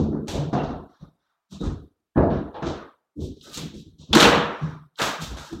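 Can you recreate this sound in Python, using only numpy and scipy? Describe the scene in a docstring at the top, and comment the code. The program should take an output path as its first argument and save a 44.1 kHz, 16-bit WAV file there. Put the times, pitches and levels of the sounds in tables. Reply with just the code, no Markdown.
"""A hollow wooden thud opens the scene: ceiling boards are being pried down in a bare, echoing room.
Each blow flexes the board, knocks on wood, snaps splinters, booms in the joists and rebounds once.
Scraps are dragged over rubble in short strokes, levered nails squeak and boards creak, then laths
snap and one board crashes down. A phone across the room picks it up and hushes whatever is faint."""
import sys
import numpy as np
from scipy import signal
from scipy.fft import rfft, irfft, next_fast_len
from scipy.io import wavfile
from scipy.ndimage import uniform_filter1d

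SR = 44100
rng = np.random.default_rng(int(sys.argv[2]) if len(sys.argv) > 2 else 0)


def inscribe(sig):
    """Save sig as 16-bit PCM at rate SR to the path in sys.argv[1].

    A 1-D sig is mono; a 2-D sig holds one channel per row.
    Samples are clipped to [-1, 1] before scaling.
    """
    pcm = np.round(np.clip(np.atleast_2d(sig).T, -1, 1) * 32767)
    wavfile.write(sys.argv[1], SR, pcm.astype(np.int16))


N = 246959
T, HZ = np.arange(SR) / SR, np.fft.rfftfreq(SR, 1 / SR)  # time and frequency axes of a one-second hit


def amp(db):
    """Decibels to gain."""
    return 10 ** (np.asarray(db) / 20)


def unit(x):
    """Scale to rms 1."""
    return x / np.sqrt(np.mean(x ** 2) + 1e-30)


def along(points, hz):
    """Read (frequency, value) points on a log frequency axis."""
    f, v = np.transpose(points)
    return np.interp(np.log(hz + 1), np.log(f + 1), v)


def causal(gain):
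    """The minimum-phase response with this gain: nothing sounds before the hit."""
    cepstrum = irfft(np.log(np.maximum(gain, 1e-6)))
    half = len(cepstrum) // 2
    cepstrum[1:half] *= 2
    cepstrum[half + 1:] = 0
    return np.exp(rfft(cepstrum))


def resonances(modes):
    """Response of a body with these modes, falling steeply away from them."""
    return causal(sum(amp(db) / (1 + ((HZ ** 2 - centre ** 2) / (2 * width * (HZ + 1))) ** 2)
                      for centre, width, db in modes))


def softened(hz, edge_hz):
    """Low-pass: a soft contact holds little above its edge."""
    s = 1j * hz / edge_hz
    return 1 / (1 + np.sqrt(2) * s + s * s)


# Reverb of the bare room: (frequency [Hz], t60 [s])
ROOM_DECAY = [(60, 0.41), (150, 0.42), (300, 0.64), (700, 0.79), (1300, 0.81), (2000, 0.74), (4000, 0.48),
              (7000, 0.39), (10000, 0.33), (15000, 0.4)]
def room_response(direct, echoes_per_s, build_s):
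    """The direct click, separate wall echoes, then a dense tail that lingers longest in the mids."""
    density = np.clip(echoes_per_s / SR * (1 + T / build_s) ** 2, 1e-4, 1)
    echoes = rng.standard_normal(SR) * (rng.random(SR) < density) / np.sqrt(density)
    hz, times, spectra = signal.stft(echoes, SR, nperseg=256, noverlap=128)
    decay = 1000. ** (-times / along(ROOM_DECAY, hz)[:, None])
    tail = signal.istft(spectra * decay, SR, nperseg=256)[1][:SR]
    tail /= np.linalg.norm(tail)
    tail[0] += direct
    return tail


# Tone of wood on wood: (frequency [Hz], level [dB])
KNOCK_EQ = [(70, -34.5), (250, -1.5), (430, 0), (560, -1), (670, 0.5), (750, -3), (950, -1), (1300, -2.5),
            (1700, -5.5), (2100, -9.5), (3000, -10), (4000, -28.5), (8000, -58), (14000, -84.5)]
def wood_knock(edge_hz):
    """Spectrum of a knock: the softer the contact, the duller it is."""
    return causal(amp(along(KNOCK_EQ, HZ))) * softened(HZ, edge_hz)


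# Crunch of snapping fibres and grit: (frequency [Hz], level [dB])
SPLINTER_EQ = [(200, -37.5), (600, -8), (1300, -0.5), (2100, -8), (2900, -5), (3700, -0.5), (4900, -7.5),
               (6200, -6), (8200, -12), (9000, -19.5), (12000, -20), (15500, -25.5)]
def splinters(low_cut_hz):
    """Spectrum of chips and grit, too small to radiate low notes."""
    low_cut = (softened(HZ, low_cut_hz) * (HZ / low_cut_hz) ** 2) ** 2
    return causal(amp(along(SPLINTER_EQ, HZ))) * low_cut


# Ringing modes of the timber: (pitch [Hz], level [dB], t60 [s])
TIMBER_MODES = [(373, -10, 0.06), (476, 2.5, 0.66), (562.5, -0.5, 0.56), (651, -3.5, 0.55), (802, -7, 0.54),
                (843, -1, 0.38), (990, -9, 0.62), (1307, 0, 0.42), (1406, -8.5, 0.4), (1623, -11.5, 0.77)]
def timber_ring(edge_hz, spread_db):
    """Each spot struck rings the timber's modes in a new balance."""
    hz, db, t60 = np.transpose(TIMBER_MODES)
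    modes = np.exp(np.outer(2j * np.pi * hz - np.log(1000) / t60, T))
    strengths = amp(db + spread_db * rng.standard_normal(len(hz))) * softened(hz, edge_hz)
    phases = np.exp(2j * np.pi * rng.random(len(hz)))
    return (strengths * phases @ modes).real * np.tanh(T / 0.0026) ** 2


# Body of the thud, the boards' bending modes: (pitch [Hz], width [Hz], level [dB])
BOARD_MODES = [(151.2, 24, 3.5), (214.2, 14, 1.5), (278.5, 33, -2.5), (368.5, 88, -7)]
# Low boom of the joists and the lowest room modes: (pitch [Hz], width [Hz], level [dB])
JOIST_MODES = [(54.3, 27, -2.5), (79, 25, 3)]
# Cues for blows, cracks and landings: (time [s], joist boom [dB], board flex [dB], knock [dB],
# knock edge [Hz], splinter [dB], splinter edge [Hz], attack [s])
BLOW_CUES = [(0.0, -29, -22.5, -43, 560, -54, 6200, 0.00046),
             (.11, -46.5, -28.5, -49, 1406, -72.5, 4500, 0.027),
             (.272, -40, -36.5, -38, 793, -39, 13100, 0.017),
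             (.335, -34, -35.5, -33.5, 475, -47, 8000, 0.02),
             (.529, -46, -24.5, -32.5, 1038, -50, 6100, 0.0017),
             (.552, -41, -40, -30, 746, -51, 3620, 0.0012),
             (.63, -38.5, -35, -39.5, 890, -53.5, 5440, .004),
             (0.702, -43, -35, -43, 935, -64, 5130, 0.0015), (.995, -51, -49, -52, 690, -72, 4220, .04),
             (1.511, -49.5, -44.5, -52, 800, -53, 10730, 0.016),
             (1.606, -34.5, -29.5, -56, 1620, -57.5, 10680, 0.0013),
             (1.633, -30, -36.5, -42.5, 1313, -51.5, 9140, 0.0018),
             (2.158, -23.5, -21.5, -31.5, 850, -83, 8070, .006),
             (2.176, -36.5, -27, -20, 443, -61, 4400, 0.0015),
             (2.224, -31.5, -23, -39, 750, -66, 3980, 0.0044),
             (2.295, -32, -26, -42, 1900, -55.5, 4100, 0.025),
             (2.538, -56, -59, -38.5, 1010, -56, 3700, 0.011),
             (2.623, -44, -31, -36, 1530, -51.5, 5900, 0.0025),
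             (2.655, -35, -38, -35.5, 600, -44.5, 6630, 0.015),
             (3.163, -41.5, -36.5, -83, 436, -71.5, 10170, 0.035),
             (3.2, -34, -35, -53.5, 441, -58, 8500, 0.011),
             (3.444, -56, -49, -49.5, 587, -60.5, 16300, 0.027),
             (3.558, -46.5, -40, -44.5, 906, -41.5, 16100, .008),
             (3.634, -48, -39.5, -67.5, 886, -69.5, 9450, 0.0028),
             (3.74, -47.5, -40.5, -76.5, 993, -58.5, 9960, 0.0011),
             (3.848, -48, -49.5, -91, 1058, -74, 11520, 0.033),
             (3.981, -50.5, -47, -53, 860, -55, 7770, 0.049),
             (4.091, -34.5, -37.5, -54.5, 612, -62, 5350, 0.0064),
             (4.128, -50.5, -31, -28.5, 1416, -31, 6280, 0.003),
             (4.15, -43.5, -26, -24.5, 1466, -24.5, 16160, 0.00088),
             (4.172, -34.5, -42, -21.5, 2690, -26.5, 10560, 0.00049),
             (4.2, -37, -31, -21.5, 2090, -21, 15000, 0.0012),
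             (4.226, -45.5, -26, -21.5, 395, -21.5, 4016, 0.00088),
             (4.255, -37.5, -32.5, -20, 1130, -42.5, 11070, .001),
             (4.32, -38.5, -25.5, -26, 2510, -33, 3760, 0.0122),
             (4.615, -40.5, -38.5, -52.5, 1100, -60.5, 6860, 0.021),
             (4.989, -62, -50.5, -27.5, 2590, -40, 13600, 0.0095),
             (5.016, -47.5, -35.5, -37, 2310, -31, 15430, 0.00087),
             (5.214, -42, -41, -47.5, 1040, -43.5, 16150, 0.0045),
             (5.3, -43.5, -41.5, -47.5, 1100, -56.5, 15700, 0.01),
             (5.366, -67, -47.5, -43, 1800, -47.5, 12860, 0.00097),
             (5.52, -43.5, -37.5, -49.5, 1310, -56.5, 15800, 0.0076)]
def blows(ring_db, chip_hz, chip_db, chip_growth, joist_lag_s, rebound_s, rebound_db, soft_db):
    """A struck board booms, flexes, knocks, splinters and rings, then springs back once, more softly."""
    out = np.zeros(N + 2 * SR)
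    board = resonances(BOARD_MODES)
    joists = resonances(JOIST_MODES) * np.exp(-2j * np.pi * HZ * joist_lag_s)  # heavy, so they lag
    for start_s, boom_db, flex_db, knock_db, knock_hz, splinter_db, splinter_hz, attack_s in BLOW_CUES:
        # faint splintering frees only small chips, so it sounds thinner
        chips = splinters(low_cut_hz=chip_hz * amp(chip_growth * (chip_db - splinter_db)))
        # the finest fractures set a steep upper edge
        high_cut = causal(1 / np.sqrt(1 + (HZ / splinter_hz) ** 8))
        bodies = np.array([joists, board, wood_knock(knock_hz), chips * high_cut])
        strike = amp([boom_db, flex_db, knock_db, splinter_db, knock_db + ring_db])
        rebound = strike * amp(rebound_db) * amp([0, 0, soft_db, soft_db, soft_db])
        for at_s, levels in [(start_s, strike), (start_s + rebound_s, rebound)]:
            room = room_response(direct=0.6, echoes_per_s=1000, build_s=0.012)  # new spot, new echoes
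            layers = np.vstack([irfft(rfft(room) * bodies, SR), timber_ring(knock_hz, spread_db=7)])
            layers *= np.tanh(T / attack_s)  # a board that gives way slowly swells in
            # each layer's level is its rms over the first tenth of a second
            layers /= np.sqrt(np.mean(layers[:, :SR // 10] ** 2, axis=1, keepdims=True))
            out[round(at_s * SR):][:SR] += levels @ layers
    return out[:N]


def room_tone(db):
    """The faint hiss of the quiet house, a bed under everything."""
    return amp(db) * unit(signal.lfilter([1], [1, -0.6], rng.standard_normal(N)))


# Cues for boards dragged over rubble: (start [s], length [s], grit [dB], wood rub [dB])
DRAG_CUES = [(0.283, 0.039, -44, -61), (0.873, .14, -61, -53.5), (1.161, .14, -69, -53.5),
             (1.484, .04, -49, -50.5), (2.298, 0.068, -59.5, -55.5), (2.736, 0.043, -73, -38),
             (3.189, .06, -47.5, -83), (3.327, .08, -56.5, -73), (3.408, 0.12, -44.5, -47.5),
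             (3.521, 0.02, -33, -64), (3.746, 0.04, -48, -69.5), (3.976, 0.045, -57, -73.5),
             (4.395, 0.31, -57, -45.5), (4.965, 0.1, -32.5, -34.5), (5.195, 0.028, -34, -53),
             (5.362, .12, -44.5, -48.5)]
def drag_envelopes(grip_s, release_db_per_s):
    """Faders for grit and rub: each stroke takes hold, slides evenly and runs out."""
    t, out = np.arange(N) / SR, np.zeros((2, N))
    for start_s, length_s, grit_db, rub_db in DRAG_CUES:
        attack = np.clip((t - start_s) / grip_s, 0, 1)
        release = amp(-release_db_per_s * np.clip(t - start_s - length_s, 0, 1))
        out += np.outer(amp([grit_db, rub_db]), attack * release)
    return out


# Rasp of light grit: (pitch [Hz], width [Hz], level [dB])
RASP_MODES = [(3780, 610, -1.5), (5700, 370, -6)]
# Hollow rub of a dragged board: (pitch [Hz], width [Hz], level [dB])
RUB_MODES = [(680, 69, -4), (1160, 400, 2)]
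def scrape(slips_per_s, spread_db, pressed_db):
    """A dragged board catches and slips: over a hollow rub, grit rasps, or crunches when pressed hard."""
    grit, rub = drag_envelopes(grip_s=0.022, release_db_per_s=352.5)
    pressed = grit / (grit + amp(pressed_db))
    layers = [(grit * pressed, splinters(low_cut_hz=2400)),
              (grit * (1 - pressed), resonances(RASP_MODES)),
              (rub, resonances(RUB_MODES))]
    out = np.zeros(N)
    for envelope, body in layers:
        slips = (rng.random(N) < slips_per_s / SR) * amp(spread_db * rng.uniform(-0.95, 1, N))
        room = room_response(direct=0.2, echoes_per_s=910, build_s=0.035)
        tick = irfft(rfft(room) * body, SR)
        out += signal.fftconvolve(unit(slips) * envelope, tick / np.linalg.norm(tick))[:N]
    return out


# Cues for levered nails and boards that squeak, creak or shudder:
# (peak time [s], fade each side [s], pitch [Hz], level [dB])
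CREAK_CUES = [(.405, 0.038, 143.6, -21.5), (.482, .025, 149.3, -26.5), (0.568, .05, 703.6, -27.5),
              (0.606, 0.028, 2803, -45.5), (.662, 0.019, 3790, -54), (1.033, 0.0183, 168, -37.5),
              (1.55, 0.063, 191.7, -38), (1.612, 0.025, 3800, -47), (1.638, .02, 1252, -42),
              (2.189, .042, 1700, -39.5), (2.25, 0.069, 660, -26), (2.575, 0.048, 869, -38),
              (2.66, 0.036, 337.4, -28), (3.185, .035, 292, -35.5), (3.635, .065, 159.5, -33.5),
              (4.16, 0.033, 219, -12.5), (4.166, 0.012, 325, -9.5), (4.642, 0.0355, 149.5, -24.5),
              (4.745, 0.03055, 142, -34.5), (5.215, 0.04, 160.5, -36.5), (5.318, 0.059, 56.3, -35.5),
              (5.534, 0.039, 321.8, -35.5)]
def creaks(waver, reverb_db):
    """Stick and slip drive one unsteady resonance for a moment; the room holds it a little longer."""
    out = np.zeros(N + 2 * SR)
    for peak_s, fade_s, pitch_hz, db in CREAK_CUES:
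        size = int(2 * fade_s * SR)
        knots = rng.standard_normal(8 + int(fade_s * pitch_hz / 4))
        drift = unit(np.interp(np.arange(size), np.linspace(0, size, len(knots)), knots))
        tone = np.hanning(size) * np.sin(2 * np.pi * np.cumsum(pitch_hz * (1 + waver * drift)) / SR)
        reverb = signal.fftconvolve(tone, room_response(direct=0, echoes_per_s=530, build_s=0.0057))
        creak = amp(reverb_db) * reverb * np.linalg.norm(tone) / np.linalg.norm(reverb)
        creak[:size] += tone
        out[round((peak_s - fade_s) * SR):][:len(creak)] += amp(db) * np.sqrt(2) * creak
    return out[:N]


# Cues for laths snapping and nails ticking free: (time [s], pitch [Hz], peak level [dB])
SNAP_CUES = [(3.411, 3740, -37), (3.573, 6750, -27), (4.13, 3545, -6.5), (4.148, 3804, -12),
             (4.199, 3330, -6), (4.227, 3197, -7), (4.254, 2730, -6.5), (4.957, 3700, -41),
             (4.987, 3500, -25), (5.016, 3890, -19), (5.367, 3300, -39)]
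def snaps(width_share, t60_s):
    """A fast-dying run of tiny fractures sounds one broad resonance of the piece."""
    out = np.zeros(N + SR)
    for start_s, pitch_hz, db in SNAP_CUES:
        fractures = rng.standard_normal(SR) * 1000. ** (-T / t60_s)
        body = resonances([(pitch_hz, width_share * pitch_hz, 0)])
        snap = irfft(rfft(fractures) * body, SR)
        out[round(start_s * SR):][:SR] += amp(db) * snap / np.abs(snap).max()
    return out[:N]


def scene():
    """The mono mix of the work and its room."""
    mix = blows(ring_db=-7.5, chip_hz=2576, chip_db=-59.5, chip_growth=0.21,
                joist_lag_s=0.015, rebound_s=0.06, rebound_db=-12, soft_db=-5)
    mix += room_tone(db=-68)
    mix += scrape(slips_per_s=440, spread_db=8, pressed_db=-52)
    mix += creaks(waver=0.037, reverb_db=-5)
    mix += snaps(width_share=0.19, t60_s=0.078)
    return mix[None]


# Threshold under which the phone hushes a band: (frequency [Hz], power density [dB])
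HUSH_THRESHOLD = [(60, -75.5), (250, -74.5), (700, -75), (1300, -83), (2100, -87.5), (3600, -104),
                  (6000, -104), (12000, -113)]
def noise_suppressor(x, gate_db, floor_db):
    """Faint bands are turned down, and all of them once the whole sound grows faint."""
    framing = dict(nperseg=1024, noverlap=768, scaling="psd")
    hz, _, spectra = signal.stft(x, SR, **framing)
    power = 2 * np.abs(spectra) ** 2
    smoothed = np.abs(uniform_filter1d(uniform_filter1d(power, size=5, axis=1), size=3, axis=2))
    band_gain = smoothed / (smoothed + amp(along(HUSH_THRESHOLD, hz))[:, None] ** 2)
    total = power.sum(axis=1, keepdims=True) * hz[1]
    gate = np.sqrt(total / (total + amp(gate_db) ** 2))
    gain = np.maximum(band_gain * gate, amp(floor_db))
    return signal.istft(spectra * gain, SR, **framing)[1][:, :N]


def record(dry):
    """The phone hushes the background, rounds off the highest peaks and cuts the very top."""
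    ceiling, top_hz = 0.92, 15930
    hushed = noise_suppressor(dry, gate_db=-45.5, floor_db=-21.5)
    rounded = hushed / (1 + np.abs(hushed / ceiling) ** 6) ** (1 / 6)
    size = next_fast_len(N + SR)
    passband = np.fft.rfftfreq(size, 1 / SR) < top_hz
    return irfft(rfft(rounded, size) * passband, size)[:, :N]


dry = scene()
out = record(dry)
inscribe(out)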